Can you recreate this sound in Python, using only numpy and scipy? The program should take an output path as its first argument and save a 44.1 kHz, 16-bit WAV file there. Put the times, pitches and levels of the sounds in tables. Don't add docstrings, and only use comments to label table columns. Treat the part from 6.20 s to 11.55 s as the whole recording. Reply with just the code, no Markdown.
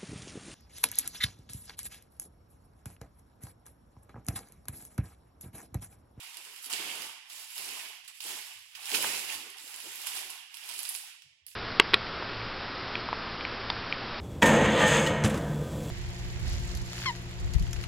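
import sys
import numpy as np
from scipy import signal
from scipy.fft import rfft, irfft, next_fast_len
from scipy.io import wavfile
from scipy.ndimage import uniform_filter1d

SR = 44100
rng = np.random.default_rng(int(sys.argv[2]) if len(sys.argv) > 2 else 0)


def transcribe(signal):
    frames = np.atleast_2d(signal).T
    limited = np.clip(frames, -1, 1)
    pcm = np.round(limited * 32767).astype(np.int16)
    wavfile.write(sys.argv[1], SR, pcm)


N = 236014

# t/s, level of wide folds/dB, level of fine creases/dB
PULLS = [
    [(0, -53.5, -52), (.13, -56.5, -54), (.42, -57.5, -52.5), (.448, -58, -43), (.496, -55, -60)],
    [(.499, -46.5, -39.5), (.535, -42.5, -41), (.555, -44.5, -43.5), (.869, -49.5, -46),
     (1.027, -62, -72.5), (1.055, -59.5, -69), (1.096, -62, -56)],
    [(1.099, -56, -49.5), (1.123, -55.5, -48.5), (1.245, -55.5, -47), (1.265, -59, -54),
     (1.354, -54.5, -46.5)],
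    [(1.357, -52, -43.5), (1.377, -50.5, -41.5), (1.627, -49.5, -46), (1.783, -58, -59.5),
     (1.835, -63, -71), (1.85, -59, -55.5), (1.875, -61.5, -63)],
    [(1.878, -55.5, -46), (1.934, -65, -71), (1.95, -60.5, -54.5), (2.002, -66.5, -59.5)],
    [(2.005, -58, -47.5), (2.079, -47, -40), (2.225, -53, -47.5), (2.429, -60.5, -60.5),
     (2.473, -67, -62.5), (2.548, -59.5, -61)],
    [(2.551, -53, -50.5), (2.597, -55.5, -52), (2.735, -43, -35), (2.745, -35.5, -31), (2.791, -44.5, -36),
     (2.829, -40, -34), (3.073, -49, -44.5)],
    [(3.097, -44.5, -40), (3.141, -45.5, -39.5), (3.173, -53.5, -46.5), (3.366, -55, -62)],
    [(3.369, -56, -60), (3.397, -54.5, -50), (3.447, -58.5, -50), (3.487, -55, -49.5), (3.855, -51, -45)],
    [(3.867, -48, -38), (3.921, -49.5, -43), (3.971, -45.5, -38.5), (4.093, -55, -51.5), (4.101, -52, -47),
     (4.241, -57.5, -62), (4.283, -62, -71), (4.339, -57.5, -59)],
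    [(4.342, -59.5, -52), (4.406, -55, -52.5), (4.502, -50.5, -46.5), (4.584, -54.5, -45.5),
     (4.726, -54, -44), (4.79, -57.5, -47), (4.902, -56, -56), (5.01, -70, -87), (5.262, -76.5, -99)],
    [(5.265, -79, -62), (5.281, -80, -54), (5.337, -67, -61), (5.35, -76, -74)],
]
# f/Hz, relative level/dB
WIDE_TONE = [(900, -31), (1500, -5.5), (2100, -2), (2500, -1.5), (2900, -1), (3300, -0.5), (3700, -3.5),
             (4800, -35.5)]
# f/Hz, relative level/dB
TIGHT_TONE = [(2800, -35.5), (3700, -2), (4400, -2.5), (5400, -1), (6200, -2), (8000, -39)]
# f/Hz, relative level/dB
FINE_TONE = [(4800, -42), (6300, -3), (8000, 1), (10500, 0.5), (11500, -3), (13000, -6), (15300, -12),
             (17000, -8)]


def rustle():
    wide_db, fine_db = levels(np.concatenate(PULLS))
    tight_db = wide_db + 0.58 * (fine_db - wide_db) - 2.5
    wide = creases(WIDE_TONE, per_s=870, spread_db=2.5, life=0.0033, smooth=1.0, patchy_db=1.77)
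    tight = creases(TIGHT_TONE, per_s=610, spread_db=3.5, life=0.0034, smooth=1.0, patchy_db=1.0)
    fine = creases(FINE_TONE, per_s=1200, spread_db=2.5, life=0.00083, smooth=1.0, patchy_db=1.74)
    return amp(wide_db) * wide + amp(tight_db) * tight + amp(fine_db) * fine


# t/s, level of bright edge/dB, level of dull body/dB, centre f of the edge/Hz
BIG_CRACKS = [(.0326, -37, -48, 10600), (.1437, -39, -35.5, 7900), (.1704, -30, -33.5, 9400),
              (.3619, -35, -39, 9400), (.4264, -34, -53.5, 10900), (.444, -34, -32.5, 11000),
              (.4596, -27, -33, 10900), (.5287, -16, -28.5, 7240), (.5355, -36, -21.5, 8140),
              (.8203, -30, -29, 9800), (1.1001, -44, -39, 9500), (1.3048, -35, -38, 10900),
              (1.38, -26, -28, 11000), (1.4892, -34, -28, 10500), (1.8802, -36.5, -38, 9500),
              (2.0049, -34, -28.5, 9500), (2.5518, -42, -33.5, 9300), (2.6562, -26, -29, 9400),
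              (2.716, -54, -23.5, 8850), (2.7473, -28, -13.5, 10400), (2.826, -21, -30, 10660),
              (2.9929, -24.5, -28.5, 10700), (3.3013, -35, -42, 10300), (3.3702, -36, -47, 9400),
              (3.478, -34.5, -33.5, 9100), (3.5611, -27, -44.5, 10300), (3.6019, -30, -34, 10200),
              (3.7572, -29, -43, 10800), (3.817, -32, -33, 10400), (3.8703, -22.5, -25.5, 10300),
              (3.9634, -39, -31, 9000), (4.1032, -26.5, -33.5, 9700), (4.3428, -33.5, -32.5, 9200),
              (4.3702, -36, -33.5, 10600), (4.4387, -35, -40, 10300), (4.4904, -24, -32, 10000),
              (4.4967, -28, -34, 9600), (4.513, -35, -30.5, 10100), (4.541, -32.5, -40, 10600),
              (4.591, -22, -28, 10800), (4.605, -31, -37, 9900), (4.631, -24, -34, 10600),
              (4.6522, -28, -25.5, 10000), (4.6581, -35, -33, 10000), (4.6817, -41, -33, 9300),
              (4.6904, -17, -33, 10800), (4.7442, -28.5, -37, 10400), (4.7498, -24.5, -26.5, 9550),
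              (4.7612, -22.5, -33.5, 10500), (5.021, -50, -39.5, 7600), (5.2656, -29, -41, 11500),
              (5.2828, -40.5, -41.5, 10200), (5.3016, -47, -49.5, 9400), (5.3145, -49, -44, 9300)]
# f/Hz, relative level/dB
BODY_TONE = [(300, -68.5), (600, -22.5), (1000, -4), (2000, -6.5), (3500, -1), (5500, 2), (8000, -13.5)]


def cracks():
    s, edge_db, body_db, edge_hz = np.concatenate([BIG_CRACKS, lesser_cracks()]).T

    def edge_colour(hz):
        log_distance = np.log((hz + 1) / edge_hz[:, None, None])
        return amp(-9 * (log_distance / 0.31) ** 2 + along(FINE_TONE, hz))

    def body_colour(hz):
        return amp(along(BODY_TONE, hz))

    edges = crack_bursts(edge_db, edge_colour, life=0.00047, shiver_db=-17.5, shiver=0.013)
    bodies = crack_bursts(body_db, body_colour, life=0.00068, shiver_db=-13, shiver=0.015)
    out = np.zeros((2, N + SR))
    for start, burst in zip(np.round(s * SR).astype(int), edges + bodies):
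        out[:, start:start + burst.shape[1]] += burst
    return out[:, 64:N + 64]


def lesser_cracks():
    per_s = 6
    when, size, tightness = rng.random((int(per_s * N / SR), 3)).T
    at = (when * N).astype(int)
    wide_db, fine_db = levels(np.concatenate(PULLS))
    extra_db = -3 * np.log(np.maximum(size, .05))
    edge_db = fine_db[at] + 9.5 + extra_db
    body_db = wide_db[at] + 11 + extra_db
    edge_hz = 9800 * (0.73 + 0.37 * tightness)
    return np.transpose([at / SR, edge_db, body_db, edge_hz])


def crack_bursts(db, colour, life, shiver_db, shiver):
    t = np.arange(-64, 2048) / SR
    age = np.maximum(t, 0)
    rise = 1 - np.exp(-age / 0.00025)
    shape = rise * (np.exp(-age / life) + amp(shiver_db) * np.exp(-age / shiver))
    noise = shape * rng.standard_normal((len(db), 2, len(t)))
    burst = irfft(rfft(noise) * colour(np.fft.rfftfreq(len(t), 1 / SR)))
    return amp(db)[:, None, None] * burst / abs(burst).max(axis=2, keepdims=True)


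SLAP_S = 2.8444
# level before rise and filter/dB, f/Hz, decay time/s
SLAP_SWING = (-16, 1420, 0.00078)


def slap():
    db, hz, life = SLAP_SWING
    age = np.maximum(np.arange(N) / SR - SLAP_S, 0)
    rise = 1 - np.exp(-age / 0.00015)
    swing = np.exp(-age / life) * rise * np.sin(2 * np.pi * hz * age)
    return -amp(db) * filtered(swing, lambda f: f ** 2 / (f ** 2 + 400 ** 2))


# f/Hz, relative level/dB
PANEL_TONE = [(200, -95), (450, -14.5), (640, -4.5), (760, 2.5), (1000, 4), (1500, -4), (2200, -39.5),
              (5000, -94)]


def panels(billow):
    wide_db, _ = levels(np.concatenate(PULLS))
    swing = amp(-56 + 1.026 * (wide_db + 50.5))
    flex = amp(-2.5) * billow
    since_slap = np.arange(N) / SR - SLAP_S
    shudder = amp(-31.5) * (since_slap > 0) * np.exp(-abs(since_slap) / 0.0096)
    boom = creases(PANEL_TONE, per_s=140, spread_db=3.0, life=0.0043, smooth=1.0, patchy_db=2.0)
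    return (np.hypot(swing, flex) + shudder) * boom


# start t/s, length/s, level before rise and sag/dB
BILLOWS = [(.02, 0.068, -65), (.14, 0.088, -63), (.24, 0.16, -65.5), (.44, .05, -62), (.51, 0.029, -54.5),
           (.57, 0.31, -51), (1.1, 0.14, -68.5), (1.35, .37, -57), (2.03, 0.16, -56.5), (2.53, 0.205, -64),
           (2.71, 0.09, -43), (2.83, 0.21, -50.5), (3.07, .22, -58), (3.38, .1, -63.5), (3.51, 0.11, -72),
           (3.62, 0.073, -60), (3.73, 0.11, -66), (3.86, 0.23, -56.5), (4.405, .04, -63),
           (4.47, 0.046, -64), (4.53, 0.092, -63.5), (4.67, 0.046, -68.5), (4.735, 0.035, -66.5),
           (4.79, 0.033, -75)]
# attack/s, sag/(dB per s), release/(dB per s)
BILLOW_SHAPE = (0.025, 35.2, 210)
# f/Hz, relative level/dB
BILLOW_TONE = [(40, -90), (100, -29), (160, -8), (260, 1.5), (460, 1), (550, -5), (700, -9), (1500, -88)]


def billowing(billow):
    dull = creases(BILLOW_TONE, per_s=36, spread_db=1.0, life=0.042, smooth=0.44, patchy_db=0.0)
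    return (billow + amp(-89.5)) * dull


# start t/s, length/s, level before rise and sag/dB
BUMPS = [(.57, .08, -77), (.76, .08, -78), (1.6, 0.076, -87), (2.08, .06, -93), (2.32, 0.07, -74),
         (2.53, .07, -77), (2.73, 0.27, -65), (3.1, 0.061, -71), (3.61, 0.082, -79), (3.95, 0.082, -88),
         (5.01, 0.077, -73), (5.2, 0.089, -74)]
# attack/s, sag/(dB per s), release/(dB per s)
BUMP_SHAPE = (0.0372, 29, 310)
# f/Hz, relative level/dB
BUMP_TONE = [(20, -68), (45, -22), (80, 15), (150, 13.5), (220, -27.5), (400, -86)]


def bumps():
    rumble = creases(BUMP_TONE, per_s=9.3, spread_db=0.5, life=0.039, smooth=1.0, patchy_db=0.5)
    return (swells(BUMPS, BUMP_SHAPE) + amp(-88)) * rumble


# f/Hz, t60/s
GARAGE_DECAY = [(300, 0.85), (1200, 0.9), (3000, 0.87), (5000, 0.939), (9000, 0.63), (15000, 0.33)]


def garage(x):
    hz, t, (a, b) = signal.stft(rng.standard_normal((2, SR)), SR, nperseg=256)
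    alike = np.clip(along(LIKENESS, hz), 0, 1)[:, None]
    z = np.array([a, alike * a + np.sqrt(1 - alike ** 2) * b])
    decay = amp(-60 * t / along(GARAGE_DECAY, hz)[:, None])
    tail = signal.istft(z * decay, SR, nperseg=256)[1]
    delayed = np.pad(x, ((0, 0), (300, 0)))
    return signal.fftconvolve(delayed, tail / np.linalg.norm(tail[0]), axes=1)[:, :N]


def hum():
    return amp(-88) * np.sin(2 * np.pi * 607 * np.arange(N) / SR)


def creases(spectrum, per_s, spread_db, life, smooth, patchy_db):
    when, size = rng.random((2, N))
    kicks = (when < per_s / SR) * amp(-spread_db * np.log(np.maximum(size, .05)))
    envelope = np.sqrt(unit(dying(kicks, life)) ** 2 + smooth ** 2)
    return unit(filtered(envelope * pair(patchy_db), lambda hz: amp(along(spectrum, hz))))


def dying(kicks, life):
    return np.sqrt(signal.lfilter([1], [1, -np.exp(-1 / (life * SR))], kicks ** 2))


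# f/Hz, likeness from 0 to 1
LIKENESS = [(60, 0.7), (150, 0.95), (380, 0.95), (950, 0.72), (2380, 0.01), (5980, 0.02), (15000, 0.05)]


def pair(patchy_db):
    z = signal.stft(rng.standard_normal((2, N)), nperseg=256)[2]
    field = uniform_filter1d(rng.standard_normal(z.shape[1:]), size=5, axis=0)
    field = uniform_filter1d(field, size=8, axis=1)
    noise = signal.istft(z * amp(patchy_db * unit(field)), nperseg=256)[1][:, :N]

    def mid_side_gains(hz):
        turn = np.arccos(np.clip(along(LIKENESS, hz), -1, 1)) / 2
        return np.array([np.cos(turn), np.sin(turn)])

    mid, side = filtered(noise, mid_side_gains)
    return unit(np.array([mid + side, mid - side]))


def swells(rows, shape):
    attack, sag_db, release_db = shape
    s, length, db = np.transpose(rows)[..., None]
    t = np.linspace(0, N / SR, num=N // 64)
    age = np.maximum(t - s, 0)
    fall_db = sag_db * age + release_db * np.maximum(age - length, 0)
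    rise = np.minimum(age / attack, 1) ** 2
    gain = np.linalg.norm(rise * amp(db - fall_db), axis=0)
    return np.interp(np.arange(N) / SR, t, gain)


def levels(rows):
    s, *cols = np.transpose(rows)
    return [np.interp(np.arange(N) / SR, s, db) for db in cols]


def amp(db):
    return 10 ** (np.asarray(db) / 20)


def unit(x):
    return x / np.sqrt(np.mean(x ** 2) + 1e-20)


def along(points, hz):
    f, v = np.transpose(points)
    return np.interp(np.log(hz + 1), np.log(f + 1), v)


def filtered(x, response):
    m = next_fast_len(N + 8192)
    return irfft(rfft(x, m) * response(np.fft.rfftfreq(m, 1 / SR)), m)[..., :N]


def scene():
    billow = swells(BILLOWS, BILLOW_SHAPE)
    sheet = rustle() + panels(billow) + billowing(billow) + bumps() + slap()
    snaps = cracks()
    direct = sheet + snaps * amp([[-5], [0]])
    walls = garage(amp(-7.0) * sheet + amp(-7.5) * snaps)
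    return direct + walls + hum()


# f/Hz, level/dB
BACKGROUND = [(60, -100), (200, -80), (550, -85), (900, -82), (1500, -89), (3000, -110), (15000, -113)]


def suppressor(x, depth_db):
    hz, _, z = signal.stft(x, SR, nperseg=1024, noverlap=768)
    power = uniform_filter1d(np.mean(abs(z) ** 2, 0), size=3, axis=0)
    power = uniform_filter1d(power, size=3, axis=1)
    expected = amp(2 * along(BACKGROUND, hz))[:, None]
    keep = 1 - expected / (abs(power) + 1e-20)
    return signal.istft(z * np.maximum(keep, amp(depth_db)), SR, nperseg=1024, noverlap=768)[1][:, :N]


# f/Hz, level over the left one/dB
CAVITY = [(60, 7.5), (150, 0), (400, 1), (1000, 0), (2000, 7), (2850, 11.5), (3700, 5.5), (4200, 6),
          (5000, 7), (5900, 1.5), (7300, 6), (8500, 0.5), (11800, 7.5), (15000, 4.5)]


def record(dry):
    right_only = np.array([[0], [1]])
    heard = filtered(dry, lambda hz: amp(right_only * along(CAVITY, hz) - 2.5))
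    return filtered(suppressor(heard, depth_db=-9.5), lambda hz: hz < 15900)


dry = scene()
out = record(dry)
transcribe(out)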